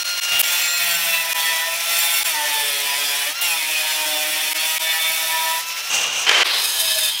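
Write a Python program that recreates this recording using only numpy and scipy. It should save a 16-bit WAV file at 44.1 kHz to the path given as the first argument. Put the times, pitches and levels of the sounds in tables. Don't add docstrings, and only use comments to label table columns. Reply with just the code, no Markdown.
import sys
import numpy as np
from scipy import signal
from scipy.fft import rfft, irfft
from scipy.io import wavfile
from scipy.ndimage import map_coordinates

SR = 44100
rng = np.random.default_rng(int(sys.argv[2]) if len(sys.argv) > 2 else 0)


def generate_wav(sig):
    pcm = np.round(np.clip(np.atleast_2d(sig).T, -1, 1) * 32767).astype(np.int16)
    wavfile.write(sys.argv[1], SR, pcm)


N = 317520
TIME, FREQS = np.arange(N) / SR, np.fft.rfftfreq(N, 1 / SR)
CUTOFF_HZ = 15800
# f/Hz, level/dB
GRIT_SPECTRUM = [(120, -28.5), (480, -20), (620, -6), (900, -7.5), (1100, -14), (2050, -4), (2450, -1.5),
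                 (3500, 1), (3900, -7), (6600, -11.5), (15000, -9)]


def grinder():
    # t/s, rotation rate/Hz
    blade_speed = [(0.0, 176.7), (0.76, 174.7), (1.18, 165.4), (1.58, 163.9), (1.94, 169.6), (2.26, 170.0),
                   (2.36, 150.8), (2.92, 140.1), (3.0, 143.8), (3.24, 141.6), (3.32, 154.9), (3.36, 171.7),
                   (3.44, 175.5), (3.62, 156.7), (4.24, 152.7), (4.82, 160.5), (5.5, 161.9), (5.89, 170.0)]
    # t/s, level/dB
    motor_level = [(0.3, -0.5), (1.2, -1.5), (5.8, -2.5)]
    # start t/s, end t/s
    passes = [(.44, 3.31), (3.43, 5.59)]
    speed, motor = curve(blade_speed), amp(curve(motor_level))
    revs = speed / speed.max()
    turns = count_turns(speed, waver=0.000955)
    contact = sum(during(start, end, rise_s=0.027, fall_s=0.057) for start, end in passes)
    on_tile = grinding(speed, turns, contact) + grazes() + hum(speed, turns, contact)
    return on_tile + singing(turns) + motor * cooling_air(revs) + whine(revs, turns, motor)


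def grinding(speed, turns, contact):
    # t/s, level/dB
    pressure = [(0.45, -23), (0.55, -20), (0.76, -28), (0.82, -19.5), (1.17, -19), (1.25, -22.5),
                (1.52, -19.5), (1.7, -25.5), (1.87, -24), (1.92, -19), (2.08, -17.5), (2.42, -19.5),
                (4.35, -20.5), (4.7, -19), (5.54, -22.5)]
    pressure_db = curve(pressure)
    rim = scrape(turns, memory=0.866, fresh_hz=6600)
    ringing = tile(blade(rim, speed))
    hiss_db = pressure_db - 8 + 10 * np.log10(speed / speed.mean())
    engaged = np.sqrt(contact + 0.0038)
    return engaged * press(ringing, pressure_db - 5, hiss_db, flutter_db=0.4, spit_db=1.0)


def blade(rim, speed):
    # f/Hz, width/Hz, level/dB
    modes = [(1806, 24, 3.5), (1970, 32, -1), (2245, 31, 1), (2490, 31, 3), (2670, 12, 5.5),
             (3483, 35, 3.5), (4190, 27, -7), (4436, 18.8, 2.5), (4970, 43, -11), (5540, 190, -7.5),
             (6040, 39, -3), (7310, 23.5, 2.5), (8800, 720, -10), (9660, 160, -10), (10550, 21, -5),
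             (11050, 270, -6.5), (11120, 31, 0.5), (12600, 37, 0), (13050, 270, -8.5), (13200, 55, -0.5),
             (15100, 35, 1), (15500, 360, -11)]
    skim_hz, drag_hz = 173.3, 148
    damping = 0.016
    drag = np.clip((skim_hz - speed) / (skim_hz - drag_hz), 0, 1)
    tuning = (speed / speed.max()) ** 0.068
    damped = [(hz, width + damping * hz, db - 20 * np.log10(1 + damping * hz / width))
              for hz, width, db in modes]
    skimming = ring(rim, colour(GRIT_SPECTRUM, modes, broad_db=-7), tuning)
    dragging = ring(rim, colour(GRIT_SPECTRUM, damped, broad_db=-7), tuning)
    return (1 - drag) * skimming + drag * dragging


def tile(x, depth_db=5.5, spacing_hz=55, places=7):
    grid = np.arange(0, SR, spacing_hz)
    heights = rng.standard_normal((places, SR // 20))[:, :len(grid)]
    position = TIME / TIME[-1] * (places - 1)
    out = np.zeros(N)
    for place, row in enumerate(heights):
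        ripple = np.interp(FREQS, grid, row) * np.sqrt(FREQS / CUTOFF_HZ)
        nearness = np.clip(1 - abs(position - place), 0, 1)
        out += np.sqrt(nearness) * shaped(x, amp(depth_db * ripple))
    return out


def singing(turns):
    # start t/s, end t/s, harmonic number, level/dB
    notes = [(-.05, 0.225, 24, -28), (0.184, 0.46, 16, -22.5), (0.48, 0.607, 20, -31),
             (0.52, 1.085, 11, -30), (0.597, 0.842, 24, -29), (0.57, 0.792, 42, -28), (0.743, 1.26, 1, -49),
             (2.337, 2.463, 6, -25), (2.473, 2.64, 6, -27), (2.96, 3.145, 23, -26),
             (3.357, 3.55, 16, -28.5), (3.95, 4.076, 6, -31.5), (4.067, 4.275, 4, -35.5),
             (4.82, 4.94, 22, -22.5), (4.985, 5.108, 22, -21.5), (5.11, 5.583, 22, -28.5),
             (5.284, 5.588, 6, -25), (5.483, 5.788, 6, -35), (5.638, 5.81, 16, -37)]
    out = np.zeros(N)
    for start, end, order, db in notes:
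        level = arch(start, end) * amp(db + 2 * drift(39))
        out += level * np.sin(2 * np.pi * order * turns + 0.41 * drift(37))
    return out


def hum(speed, turns, contact):
    # f/Hz, width/Hz, level/dB
    modes = [(305, 11, -46), (429, 9.2, -41.5), (593, 14, -34.5), (671, 18.4, -37), (829, 14, -44),
             (931, 15, -36), (983, 17, -33), (1297, 4.6, -35), (1522, 32, -36.5), (1788, 10, -29.5),
             (1970, 13, -32)]
    out = np.zeros(N)
    for order in range(2, 14):
        response = sum(amp(db) / (1 + ((order * speed - hz) / width) ** 2) for hz, width, db in modes)
        flutter = amp(3.6 * drift(25) - 1)
        out += response * flutter * np.sin(2 * np.pi * order * turns + 0.35 * drift(40))
    return contact * out


def grazes():
    # start t/s, end t/s, growl level/dB, hiss level/dB
    touches = [(0.317, 0.445, -23, -28), (0.393, 0.422, -36, -13), (3.412, 3.43, -27, -19)]
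    grit = shaped(noise(), colour(GRIT_SPECTRUM))
    growl = shaped(grit, below(8300))
    out = np.zeros(N)
    for start, end, growl_db, hiss_db in touches:
        spray = amp(growl_db) * unit(growl) + amp(hiss_db) * unit(grit - growl)
        out += during(start, end, rise_s=0.0044, fall_s=0.0046) * spray
    return out


def cooling_air(revs):
    # f/Hz, level/dB
    spectrum = [(200, -46.5), (600, -12), (1100, -11.5), (2700, -2), (4300, -7.5), (6000, -2.5),
                (7500, -8.5), (13000, -10), (15500, -21)]
    air = shaped(noise(), colour(spectrum))
    return revs ** 1.75 * press(air, growl_db=-27.5, hiss_db=-34, flutter_db=-1.33, spit_db=2.0)


def whine(revs, turns, motor):
    # harmonic number, level/dB
    tones = [(8, -31), (16, -31), (24, -32), (32, -30.5)]
    fan = sum(amp(db + 2 * drift(12)) * np.sin(2 * np.pi * order * turns) for order, db in tones)
    commutator = amp(-36 + 2 * drift(60)) * np.sin(2 * np.pi * 88.8 * turns)
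    return motor * revs ** 10 * fan + revs ** 5 * commutator


def polisher():
    flat_s = 6.44
    touching, flat = after(6.265, 0.0055), after(flat_s, 0.0021)
    return (1 - touching) * rasps() + chatter(touching, flat, flat_s) + whirr(flat)


def whirr(flat):
    # t/s, rotation rate/Hz
    pad_speed = [(6.6, 98), (6.83, 93.5), (7.05, 89.5)]
    # t/s, level/dB
    push = [(6.58, 4.5), (6.7, -1.5), (7.0, -0.5)]
    # f/Hz, level/dB
    spectrum = [(200, -35.5), (640, -18.5), (2300, -5), (3700, -2), (4600, -4), (7000, -9.5), (9300, -5),
                (15500, -11.5)]
    # f/Hz, width/Hz, level/dB
    modes = [(940, 93.6, -8.5), (1710, 57, -3), (2560, 91, -1.5), (3107, 53, 4.5), (3780, 420, 0),
             (5050, 100, 3.5), (6520, 74, -1), (8500, 170, -8.5), (9300, 270, -12), (10600, 60, -3),
             (11830, 99, -4.5)]
    turns = count_turns(curve(pad_speed), waver=0.00096)
    bedded, eased = after(6.59, 0.15), after(7.11, 0.05)
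    rub = scrape(turns, memory=0.68, fresh_hz=4960)
    plain = unit(shaped(rub, colour(spectrum)))
    ringing = unit(shaped(rub, colour(spectrum, modes, broad_db=-4)))
    blend = (1 - bedded) * plain + bedded * ringing
    growl_db = -25 - 5.5 * eased
    hiss_db = -23.5 - 15.5 * (1 - bedded) - 8.5 * eased
    rubbing = amp(curve(push)) * press(blend, growl_db, hiss_db, flutter_db=-1.44, spit_db=1.0)
    fundamental = amp(-53.5) * np.sin(2 * np.pi * turns)
    seventh = amp(-39 + 4.5 * drift(28)) * np.sin(2 * np.pi * 7 * turns)
    return flat * rubbing + after(6.8, 0.13) * (1 - eased) * (fundamental + seventh)


def chatter(touching, flat, flat_s):
    # f/Hz, level/dB
    spectrum = [(150, -39), (400, -11.5), (2200, -2), (3100, -1), (3600, -7), (6000, -12), (10000, -25.5),
                (15500, -35)]
    # t/s, level/dB
    slaps = [(6.293, -4.5), (6.313, -13)]
    clatter = unit(shaped(noise(), colour(spectrum, modes=[(3107, 31, 11.1)])))
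    rumble = unit(shaped(clatter, below(1480)))
    out = touching * (1 - flat) * clatter * amp(-14.5 + 1.1 * drift(300))
    out += amp(-31) * flat * np.exp(-abs(TIME - flat_s) / 0.27) * rumble
    for s, db in slaps:
        out += amp(db) * clatter * after(s, 0.0018) * np.exp(-abs(TIME - s) / 0.003)
    return out


def rasps():
    # t/s, growl level/dB, hiss level/dB
    strokes = [(5.955, -20, -29), (6.192, -24, -32.5)]
    # f/Hz, level/dB
    spectrum = [(100, -63), (500, -14), (1200, -9.5), (1900, -13), (2900, -3), (4500, -13.5), (8200, -13),
                (9700, -21), (15500, -25)]
    # f/Hz, width/Hz, level/dB
    modes = [(2430, 35, -1.5), (2810, 44, 6), (6080, 540, -6.5)]
    rise_s, growl_db_per_s, hiss_db_per_s = 0.082, 26, 68
    rasp = shaped(noise(), colour(spectrum, modes, broad_db=-2.5))
    growl_power = hiss_power = 1e-12
    for s, growl_db, hiss_db in strokes:
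        age, rise = np.maximum(TIME - s, 0), after(s - rise_s / 2, rise_s)
        growl_power += rise * amp(growl_db - growl_db_per_s * age) ** 2
        hiss_power += rise * amp(hiss_db - hiss_db_per_s * age) ** 2
    return press(rasp, 10 * np.log10(growl_power), 10 * np.log10(hiss_power), flutter_db=1.0, spit_db=2.0)


def flares():
    # start t/s, end t/s, f/Hz, width/Hz, level/dB
    modes = [(0.467, 0.923, 2544, 27, -28), (1.108, 1.235, 2656, 22, -25), (2.68, 3.3, 4900, 10, -35),
             (3.54, 3.88, 2480, 70, -30), (6.416, 6.63, 4120, 73, -30), (6.98, 7.134, 3580, 43, -24.5),
             (7.086, 7.295, 3230, 120, -28)]
    out = np.zeros(N)
    for start, end, hz, width, db in modes:
        response = 1 / (1 + ((FREQS - hz) / width) ** 2)
        out += arch(start, end) * amp(db) * unit(shaped(noise(), response))
    return out


def bumps():
    # t/s, level/dB, decay time/s
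    knocks = [(.32, -46, 0.098), (5.9, -49, 0.42)]
    thud = unit(shaped(noise(), below(380) * (1 - below(50))))
    return thud * sum(amp(db) * after(s, .005) * np.exp(-abs(TIME - s) / decay) for s, db, decay in knocks)


def room():
    return amp(-57) * unit(shaped(noise(), below(1130) * (1 - below(54))))


def scrape(turns, memory, fresh_hz):
    size = int(N / turns[-1])
    roughness = rng.standard_normal((int(turns[-1]) + 2, size))
    rim = signal.lfilter([1], [1, -memory], roughness, axis=0)
    repeating = unit(map_coordinates(rim.ravel(), [turns * size]))
    grit = unit(noise() * noise())
    ratio = FREQS / fresh_hz
    return shaped(repeating, 1 / np.hypot(1, ratio)) + shaped(grit, ratio / np.hypot(1, ratio))


def press(x, growl_db, hiss_db, flutter_db, spit_db):
    growl_rms = shaped(x, below(5000) - below(1500)).std()
    hiss_rms = shaped(x, below(15000) - below(7000)).std()
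    growl = shaped(x, below(5500))
    hiss = (x - growl) * amp(hiss_db + spit_db * drift(120)) / hiss_rms
    return (growl * amp(growl_db) / growl_rms + hiss) * amp(flutter_db * drift(48))


def ring(x, gain, tuning):
    samples = np.arange(N)
    clock = np.cumsum(tuning / tuning.mean()) - 1
    still = map_coordinates(x, [np.interp(samples, clock, samples)])
    return map_coordinates(shaped(still, gain), [clock])


def count_turns(speed, waver):
    return np.cumsum(speed * (1 + waver * drift(40))) / SR


def colour(spectrum, modes=(), broad_db=0):
    hz, db = np.transpose(spectrum)
    power = amp(np.interp(np.log(FREQS + 1), np.log(hz), db) + broad_db) ** 2
    for centre, width, peak_db in modes:
        power = power + amp(peak_db) ** 2 / (1 + ((FREQS - centre) / width) ** 2) ** 2
    return np.sqrt(power)


def shaped(x, gain):
    return irfft(rfft(x) * gain, N)


def below(hz):
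    return 1 / (1 + (FREQS / hz) ** 8)


def noise():
    return rng.standard_normal(N)


def drift(hz):
    return unit(shaped(noise(), below(hz) / np.sqrt(FREQS + 2)))


def curve(rows):
    return np.interp(TIME, *np.transpose(rows))


def after(s, fade_s):
    return np.clip((TIME - s) / fade_s + .5, 0, 1)


def during(start, end, rise_s, fall_s):
    return after(start, rise_s) * (1 - after(end, fall_s))


def arch(start, end):
    return np.sqrt(np.clip((TIME - start) * (end - TIME), 0, None)) * 2 / (end - start)


def amp(db):
    return 10 ** (np.asarray(db) / 20)


def unit(x):
    return x / np.sqrt(np.mean(x ** 2) + 1e-20)


def scene():
    polishing = after(5.9, 0.0038)
    mono = (1 - polishing) * grinder() + polishing * polisher() + flares() + bumps() + room()
    return np.array([mono, mono])


def record(dry):
    dips = [.0337, .2007, .4169, 1.3336, 2.2334, 4.5335, 4.7832, 6.4336]
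    gain = np.ones(N)
    for s in dips:
        gain *= amp(-30 * after(s, .0006) * np.exp(-(abs(TIME - s) / .0098) ** 1.5))
    passband = np.clip((CUTOFF_HZ - FREQS) / 100 + .5, 0, 1)
    return shaped(np.clip(dry * gain, -1, 1), passband)


dry = scene()
out = record(dry)
generate_wav(out)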